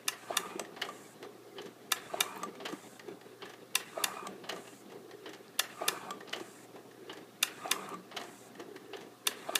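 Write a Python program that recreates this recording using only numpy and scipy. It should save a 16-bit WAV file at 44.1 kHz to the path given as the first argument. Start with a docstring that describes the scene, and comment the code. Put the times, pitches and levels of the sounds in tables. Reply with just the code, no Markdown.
"""A small metal shaper strokes to and fro in a workshop, over motor hum and gear rumble in filtered noise.
Each stroke opens with a clack of the feed pawl, made of struck modes; the linkage knocks and the slides hiss.
The tool bites with a low modal thud and sings through the cut in resonant noise while the pawl clacks again.
It springs free and drags back with a hiss of noise, while slack in the linkage knocks the cast frame.
Now and then gears thump, loose parts knock and chips tick; sparse echoes of the shop follow the blows."""
import sys
import numpy as np
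from scipy import signal
from scipy.io import wavfile
from scipy.ndimage import uniform_filter1d

SR = 44100
rng = np.random.default_rng(int(sys.argv[2]) if len(sys.argv) > 2 else 0)


def wrap_up_sound(samples):
    """Save the sound to the file named by the first command line argument, as 16-bit audio."""
    columns = np.atleast_2d(samples).T
    # keep every value between -1 and 1, then stretch to whole-number steps
    tamed = np.clip(columns, -1, 1)
    steps = np.round(tamed * 32767).astype(np.int16)
    wavfile.write(sys.argv[1], SR, steps)


N = 422919
STROKE_S, FIRST_S = 1.8374, .0805  # one turn of the crank; start of the first forward stroke


def amp(db):
    """Level in decibels to amplitude ratio."""
    return 10 ** (np.asarray(db) / 20)


def evened(x):
    """Normalisation to unit rms."""
    return x / np.sqrt(np.mean(x ** 2) + 1e-20)


def read(points, hz):
    """Interpolation along a logarithmic frequency axis."""
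    f, value = np.transpose(points)
    return np.interp(np.log(hz + 1), np.log(f + 1), value)


def band(x, lo_hz, hi_hz):
    """Band-pass filtering by a Butterworth response."""
    edges = [lo_hz, min(hi_hz, SR / 2 - 1000)]
    return signal.sosfilt(signal.butter(2, edges, "band", fs=SR, output="sos"), x)


def add(mix, s, sound):
    """Superposition of a sound upon the mix from time s."""
    part = mix[round(s * SR):][:len(sound)]
    part += sound[:len(part)]


def ring(modes, rise=0.000093):
    """Modal decay: dying sines of a struck part, neighbours in opposite sense, peak 1."""
    t = np.arange(4000) / SR
    out = 0
    for k, (hz, db, t60) in enumerate(modes):
        out = out + (-1) ** k * amp(db - 60 * t / t60) * np.sin(2 * np.pi * hz * t)
    out = out * (1 - np.exp(-t / rise))
    return out / abs(out).max()


def humps(peaks, hz):
    """Energy sum of resonance curves, in dB."""
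    return 10 * np.log10(sum(amp(2 * db) / (1 + (2 * (hz - f) / w) ** 2) for f, w, db in peaks))


def noise(shape_db, patchy_db, size=1024, count=513):
    """Spectral shaping: random bins (the lowest count) follow shape_db(Hz) in drifting patches, rms 1."""
    hz = np.fft.rfftfreq(size, 1 / SR)[:count]
    a, b, patches = rng.standard_normal((4 * N // size + 5, count, 3)).T
    patches = uniform_filter1d(patches, size=6, axis=0)
    patches = evened(uniform_filter1d(patches, size=5, axis=1))
    z = (a + 1j * b) * amp(shape_db(hz)[:, None] + patchy_db * patches)
    z = np.pad(z, ((0, size // 2 + 1 - count), (0, 0)))
    return evened(signal.istft(z, nperseg=size, noverlap=3 * size // 4)[1][:N])


def wander(db, size):
    """Random amplitude modulation: smoothed noise as a gain, db being its rms swing."""
    return amp(db * evened(uniform_filter1d(rng.standard_normal(N), size=size)))


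def into_stroke():
    """Periodic motion of the crank: seconds since the current stroke began."""
    return (np.arange(N) / SR - FIRST_S) % STROKE_S


def strokes(tables, edge_s):
    """Periodic gating: the gain follows each table in every stroke, off between them, with soft edges."""
    t = into_stroke()
    gain = 0
    for rows in tables:
        inside = (t > rows[0][0]) * (t < rows[-1][0])
        gain = gain + amp(np.interp(t, *np.transpose(rows))) * inside
    return uniform_filter1d(gain, size=round(edge_s * SR) + 1, mode="nearest")


def motor():
    """Tonal hum and broadband flow noise: mains hum that barely wavers, over the whir of fan and belt."""
    # mains hum: f/Hz, relative level/dB
    hum_lines = [(120.1, -68.5)]
    # spectrum of the whir: f/Hz, relative level/dB per Hz
    air_spectrum = [(290, -46), (500, 3.5), (648, -22), (717, 5), (770, -12), (942, -16), (1090, -4.5),
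                    (1310, -7), (1990, -25), (3590, -17), (15600, -23)]
    t = np.arange(N) / SR
    hum = sum(amp(db + 2.5) * np.sin(2 * np.pi * hz * t) for hz, db in hum_lines)
    whir = amp(-61.5) * noise(lambda hz: read(air_spectrum, hz), 0.64)
    return wander(0.97, 3000) * hum + whir


def running_gear():
    """Load-modulated noise: gear rumble, the ringing gear case and the rustling slides follow the stroke."""
    # one stroke, forward and back: t/s into it, gear rumble/dB, ringing of the gear case/dB, slide rustle/dB
    stroke_levels = [(0, -61, -54.5, -68), (.05, -61, -53.5, -53), (.13, -58.5, -60, -55.5),
                     (.2, -58, -60, -56.5), (.23, -58, -48, -51), (.33, -56.5, -51, -56.5),
                     (.4, -56.5, -54.5, -54), (.52, -54, -49.5, -58), (.59, -56.5, -55.5, -63.5),
                     (.65, -57.5, -53.5, -64.5), (.8, -57, -50.5, -58), (.9, -58, -60, -61),
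                     (1.13, -58.5, -59, -66), (1.17, -58.5, -48.5, -58), (1.23, -56.5, -56.5, -67),
                     (1.36, -61, -54.5, -64.5), (1.47, -64, -55, -66), (1.52, -61.5, -50, -56),
                     (1.6, -57, -53, -62), (1.67, -61.5, -59, -65.5), (1.8, -61, -61, -64.5)]
    # gear spectrum: f/Hz, relative level/dB per Hz
    gear_spectrum = [(30, -46), (80, -49), (135, -8), (190, -0.5), (240, -2.5), (310, -1), (400, -21.5),
                     (560, -9.5), (740, -8.5), (1000, -16.5), (1500, -46)]
    # gear case resonances: f/Hz, width/Hz, relative level/dB, before the sharpening below
    case_modes = [(397, 27, 0.5), (328.3, 61, -3.5), (456, 110, -4)]
    # slide spectrum: f/Hz, relative level/dB per Hz
    slide_spectrum = [(820, -8.5), (1400, -5.5), (1700, 1), (1810, -1.5), (1950, -2.5), (2220, -4),
                      (2420, -5.5), (2840, -5.5), (3090, -9.5), (3530, -7), (4350, -11.5), (5030, -18),
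                      (6000, -18), (7800, -58), (13200, -120)]
    s, *levels = np.transpose(stroke_levels)
    gear, case, slide = (amp(np.interp(into_stroke(), s, db, period=STROKE_S)) for db in levels)
    teeth = wander(2.3, 900)  # uneven load, tooth by tooth
    surge = wander(2, 3500)  # the gear case swells unevenly
    rumble = noise(lambda hz: read(gear_spectrum, hz), 1.8, size=2048, count=90)
    ringing = noise(lambda hz: 2 * humps(case_modes, hz), 0.99, size=2048, count=60)
    rustle = noise(lambda hz: read(slide_spectrum, hz), 3.0, count=200)
    return gear * teeth * rumble + case * teeth * surge * ringing + slide * teeth ** 0.74 * rustle


def pawl():
    """Impact excitation: scrape, tick of slip-off, landing in two contacts, rebound; apart, gritty crack."""
    # feed pawl: t/s of the tick, bright tick level/dB, blow level/dB
    clack_times = [(0.08, -19.5, -13), (0.368, -22, -12.5), (1.9177, -19.5, -10.5), (2.2047, -18, -11),
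                   (3.7524, -18, -12), (4.0387, -18, -12), (5.5921, -18, -11), (5.881, -16.5, -11.5),
                   (7.4268, -16, -10.5), (7.7122, -17.5, -12), (9.2694, -17, -11.5), (9.5537, -17.5, -12)]
    # modes struck by the blow: f/Hz, relative level/dB, t60/s
    pawl_modes = [(796, -15, 0.04), (1020, -12, 0.07), (1340, -7.5, 0.023), (1729, -9, 0.052),
                  (1920, -17.5, 0.068), (2370, -6.5, 0.029), (2757, -0.5, 0.027), (2853, -6.5, 0.051),
                  (3498, 10, 0.012), (3697, -0.5, 0.012), (4020, 1, 0.0076), (4694, 0, 0.021),
                  (5680, -11, 0.008), (5950, 7, 0.0099), (6560, -4, 0.0093), (7140, 2, 0.0049),
                  (8550, -25, 0.012), (9675, -29, 0.0077), (10800, -14, 0.005)]
    # modes of the bright tick: f/Hz, relative level/dB, t60/s
    tick_modes = [(6900, -9, 0.024), (8650, 1, 0.0086), (10120, 3, 0.0075), (11020, 5.5, 0.011),
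                  (11750, 4, 0.0052), (12300, 5, 0.0082), (15050, 1, 0.0066)]
    land_s, rebound_db, spread_db = .0027, -18, 2.
    out, grit = np.zeros((2, N))
    tick = ring(tick_modes)[:1500]
    t = np.arange(1500) / SR
    for s, tick_db, blow_db in clack_times:
        # each blow excites the modes a little differently
        uneven = spread_db * rng.standard_normal(len(pawl_modes))
        body = ring([(hz, db + u, t60) for (hz, db, t60), u in zip(pawl_modes, uneven)], rise=0.00073)
        scrape, fizz, crack = rng.standard_normal((3, 1500))
        scrape = band(scrape, 1500, 3300) * amp(-60 * t / 0.079)
        fizz = band(fizz, 2200, 19500) * amp(-60 * t / 0.015)
        crack = band(crack, 620, 12500) * amp(-60 * t / 0.031)
        landing = s + land_s
        add(out, s - .009, amp(blow_db - 27.5) * scrape)
        add(out, s, amp(tick_db) * (tick + 0.34 * fizz))
        add(out, landing, amp(blow_db) * body)
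        add(out, landing + .0016, amp(blow_db - 6.5) * body)
        add(grit, landing, amp(blow_db - 8.0) * crack)
        add(out, landing + 0.0056, amp(blow_db + rebound_db) * body)
    return out, grit


def all_knocks():
    """Take-up of slack: linkage knocks, uneven in strength, the tool springing free, then loose parts."""
    # linkage, at the same places of every stroke: t/s into the stroke, relative level/dB, low part/dB,
    # treble part/dB, nominal rattle t60/s, loose part f/Hz, its relative share/dB, rise/s
    linkage_slack = [(.045, -41, -7, -24, .11, 1896, 10.5, .014),
                     (.683, -49.5, 1.5, -18, 0.16, 1810, -5, 0.0028),
                     (.7385, -28.5, -8, -7, 0.07, 3000, 4, .009), (.768, -43, 2, -2, 0.076, 1850, 2, .007),
                     (.806, -47.5, 5.5, -1.5, 0.073, 1700, -2, .0026),
                     (1.165, -52, 6, -4, 0.066, 1700, -4, .006),
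                     (1.5025, -43, -1.5, -21, 0.083, 3030, 8.5, 0.00202),
                     (1.537, -48, -1.5, -0.5, 0.058, 1750, 12, .004),
                     (1.577, -51.5, -2.5, -4.5, 0.14, 1850, 0, 0.0034)]
    # the tool springs free at the end of the cut: t/s, relative level/dB
    snap_times = [(0.5946, -34), (2.432, -36.5), (4.269, -39), (6.106, -38), (7.941, -51.5)]
    # its colour: low part/dB, treble part/dB, nominal rattle t60/s, loose part f/Hz, relative share/dB, rise/s
    snap_colour = (1.6, 1.6, 0.027, 7770, 4, .0006)
    # loose parts knock now and then: t/s, relative level/dB, loose part f/Hz
    loose_knocks = [(0.6483, -47.5, 1860), (1.227, -44.5, 1840), (2.552, -51, 2340), (2.6995, -48, 1880),
                    (2.835, -56, 1860), (2.9945, -46, 1860), (3.212, -51, 1870), (3.5359, -50, 2080),
                    (4.6736, -50, 2720), (4.8995, -54, 1920), (5.1107, -49, 1820), (5.3327, -43.5, 1690),
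                    (6.2053, -47, 1870), (6.9117, -55.5, 1690), (8.2133, -41.5, 1870), (8.551, -51.5, 1820),
                    (8.5991, -44.5, 1900), (8.761, -45, 1860)]
    low_db, treble_db, t60_s, part_db, rise_s = -2.5, -5.5, 0.055, 9.5, .0026
    rows = []
    for start in np.arange(FIRST_S, N / SR, STROKE_S):
        for s, db, *colour in linkage_slack:
            rows.append((start + s, db + .8 * rng.standard_normal(), *colour))
    rows += [(s, db, *snap_colour) for s, db in snap_times]
    return rows + [(s, db, low_db, treble_db, t60_s, hz, part_db, rise_s) for s, db, hz in loose_knocks]


def knocks(rows):
    """Source and resonator: uneven rattling of slack rings one loose part and the cast frame in three ranges."""
    # cast frame resonances: f/Hz, width/Hz, relative level/dB
    frame_modes = [(690, 164, 9.5), (1219, 84, 0.5), (1723, 390, 4.5), (2200, 233, -0.5), (2760, 430, 3.5),
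                   (3370, 295, 0), (3950, 370, -0.5), (4890, 690, 0), (6000, 780, 3), (7370, 1550, 4),
                   (8830, 1060, 0), (11600, 2100, 2), (13600, 2100, 4)]
    drive, out, t = np.zeros((3, N)), np.zeros(N), np.arange(4000) / SR
    for s, db, low_db, treble_db, t60, hz, part_db, rise in rows:
        rise = max(rise, .0005)
        start = s - .6 * rise
        grit, bumps = rng.standard_normal((2, 4, len(t)))
        clumps = amp(1.36 * evened(uniform_filter1d(bumps, size=90)))  # contacts come in clumps
        grit = grit * clumps * np.minimum(t / rise, 1)
        for k, range_db in enumerate((low_db, 0, treble_db)):
            range_t60 = max(t60 * 0.69 ** (k - 1), .005)  # treble dies first
            add(drive[k], start, amp(db + range_db - 60 * t / range_t60) * grit[k])
        loose = band(grit[-1] * amp(-60 * t / max(t60, .005)), hz * .95, hz * 1.05)
        add(out, start, amp(db + part_db + 8.5) * loose)
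    for k, (lo, hi) in enumerate(((0, 1500), (1500, 5000), (5000, SR))):
        body = ring([(f, db, 1.6 / w) for f, w, db in frame_modes if lo < f < hi])
        out += signal.oaconvolve(drive[k], body / np.linalg.norm(body))[:N]
    return out


def drag():
    """Friction noise: tool and slides hiss, forward then back."""
    # hiss, one list a pass: t/s into the stroke, level/dB
    drag_levels = [
        [(.09, -64), (.38, -59.5), (.515, -68.5)],
        [(.78, -62.5), (.93, -61), (1.065, -63.5)],
    ]
    # hiss spectrum: f/Hz, relative level/dB per Hz
    drag_spectrum = [(2650, -47), (4500, -10), (4890, -5), (5100, -13), (5890, -5.5), (7550, 1),
                     (10500, -7), (14500, -15), (15500, -24)]
    return strokes(drag_levels, 0.023) * noise(lambda hz: read(drag_spectrum, hz), 0.73, count=370)


def cut():
    """Resonance under random forcing: the cut sings as the chip tears unevenly."""
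    # the cut: t/s into the stroke, level/dB
    cut_levels = [
        [(.12, -71), (.22, -46.5), (.38, -46), (.52, -48)],
    ]
    # cut resonances: f/Hz, width/Hz, relative level/dB, before the sharpening below
    cut_modes = [(647, 74, -7.5), (744, 48, -2.5), (923, 80, -3), (1123, 70, -4.5), (1201, 105, 0),
                 (1290, 80, -10), (1553, 69, -6.5), (2430, 180, -8.5)]
    tearing = wander(2.5, 300)
    singing = noise(lambda hz: 1.73 * humps(cut_modes, hz), 3.2, size=2048, count=220)
    return strokes(cut_levels, 0.0085) * tearing * singing


def thuds():
    """Impulsive loading of low modes: a soft double push as the tool bites or the gears thump."""
    # the tool bites into the metal: t/s, relative level/dB, main mode f/Hz
    bite_times = [(0.302, -23.5, 697), (2.138, -23, 710), (3.972, -24.5, 660), (5.815, -23.5, 711),
                  (7.653, -28.5, 720), (9.489, -24, 700)]
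    # gear thumps: t/s, relative level/dB, main mode f/Hz
    thump_times = [(0.551, -30.5, 375), (0.606, -33, 392), (1.6, -35, 400), (1.68, -43, 400),
                   (2.727, -31.5, 310), (3.085, -43, 401), (4.22, -38, 400), (4.524, -36, 432),
                   (4.94, -40.5, 419), (6.405, -32, 377), (7.02, -40, 400)]
    out = np.zeros(N)
    for rows, t60 in ((bite_times, 0.035), (thump_times, 0.04)):
        for s, db, hz in rows:
            modes = [(hz * 0.598, -8, t60), (hz * 0.882, -4, t60 * 1.3),
                     (hz, 0, t60), (hz * 1.184, -5, t60 * 0.49)]
            push = ring(modes, rise=0.00096)
            add(out, s - .004, amp(db - 11.5) * push)
            add(out, s + 0.002, amp(db - 1.0) * push)
    return out


def groan():
    """Narrow-band resonance: the bed groans under the load late in the cut and at the turn."""
    # groans, one list each: t/s into the stroke, level/dB
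    groan_levels = [
        [(.28, -64), (.45, -61), (.53, -54), (.62, -69)],
        [(.79, -56), (.83, -60.5), (.92, -75)],
    ]
    # bed resonance: f/Hz, width/Hz, relative level/dB, before the sharpening below
    bed_modes = [(188.8, 15, 0)]
    bed = noise(lambda hz: 2 * humps(bed_modes, hz), 1.4, size=4096, count=40)
    return strokes(groan_levels, 0.014) * bed


def holder():
    """Free vibration of one mode: the tool holder rings as the tool springs free or catches."""
    # rings: t/s, relative level/dB
    ring_times = [(0.5942, -41), (0.8882, -33), (2.433, -28), (2.724, -44), (4.2692, -36.5), (4.561, -43),
                  (6.107, -28.5), (7.942, -35)]
    holder_hz, holder_t60_s = 1172, 0.091
    out = np.zeros(N)
    for s, db in ring_times:
        add(out, s, amp(db - 3.0) * ring([(holder_hz, 0, holder_t60_s)], rise=0.00052))
    return out


def chips():
    """Transient wide-band bursts: chips tick as they drop or break off."""
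    # chips: t/s, level/dB, centre f/Hz
    chip_times = [(2.36, -44, 14500), (2.3755, -40, 13500), (5.348, -46, 5000), (5.481, -52, 4770),
                  (6.2949, -40.5, 5000), (7.679, -41, 4200), (7.891, -40.5, 8000)]
    out, t = np.zeros(N), np.arange(600) / SR
    for s, db, hz in chip_times:
        burst = evened(band(rng.standard_normal(len(t)), hz * 0.74, hz * 1.4))
        add(out, s, amp(db - 60 * t / 0.0077) * burst)
    return out


def shop(x):
    """Reverberation: sparse taps of random sign, each band with its own decay, in a tail that keeps shifting."""
    # reverberation of the shop: f/Hz, t60/s
    shop_decay = [(300, 0.49), (1300, 0.57), (3500, 0.21), (9000, 0.19), (15000, 0.21)]
    out, at = np.zeros(N), np.arange(300, SR // 2 - 20, 20)
    for k in range(3):
        taps = np.zeros(SR // 2)
        taps[at + rng.integers(0, 20, len(at))] = rng.choice([-1., 1.], len(at))
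        hz, t, z = signal.stft(taps, SR, nperseg=256)
        decay = amp(-60 * t / read(shop_decay, hz)[:, None])
        tail = signal.istft(z * decay, SR, nperseg=256)[1]
        # three sets of echoes take turns, 7.3 cycles a second
        share = np.sqrt(2 / 3) * np.cos(2 * np.pi * (7.3 * np.arange(N) / SR + k / 3))
        out += signal.fftconvolve(x * share, tail / np.linalg.norm(tail))[:N]
    return out


def scene():
    """Superposition of direct sounds, and of the echoes that the impacts excite."""
    rung, cracked = (band(part, 470, 14400) for part in pawl())
    linkage = band(knocks(all_knocks()), 420, 13600)
    low = band(thuds() + holder(), 140, 2800)
    cracked = cracked + chips()
    echoes = shop(amp(-19.5) * rung + amp(-10) * cracked + amp(-18) * low + amp(-13) * linkage)
    impacts = rung + cracked + low + linkage
    steady = motor() + running_gear() + drag() + cut() + groan()
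    return (impacts + echoes + steady)[None]


def record(dry):
    """Band limitation: the small microphone loses the deep bass, the recorder the extreme treble."""
    mic_hz, edge_hz = 106, 15350
    thin = signal.sosfilt(signal.butter(2, mic_hz, "high", fs=SR, output="sos"), dry)
    limit = signal.firwin(255, edge_hz, window=("kaiser", 7), fs=SR)
    return signal.oaconvolve(thin, limit[None], "same")


dry = scene()
out = record(dry)
wrap_up_sound(out)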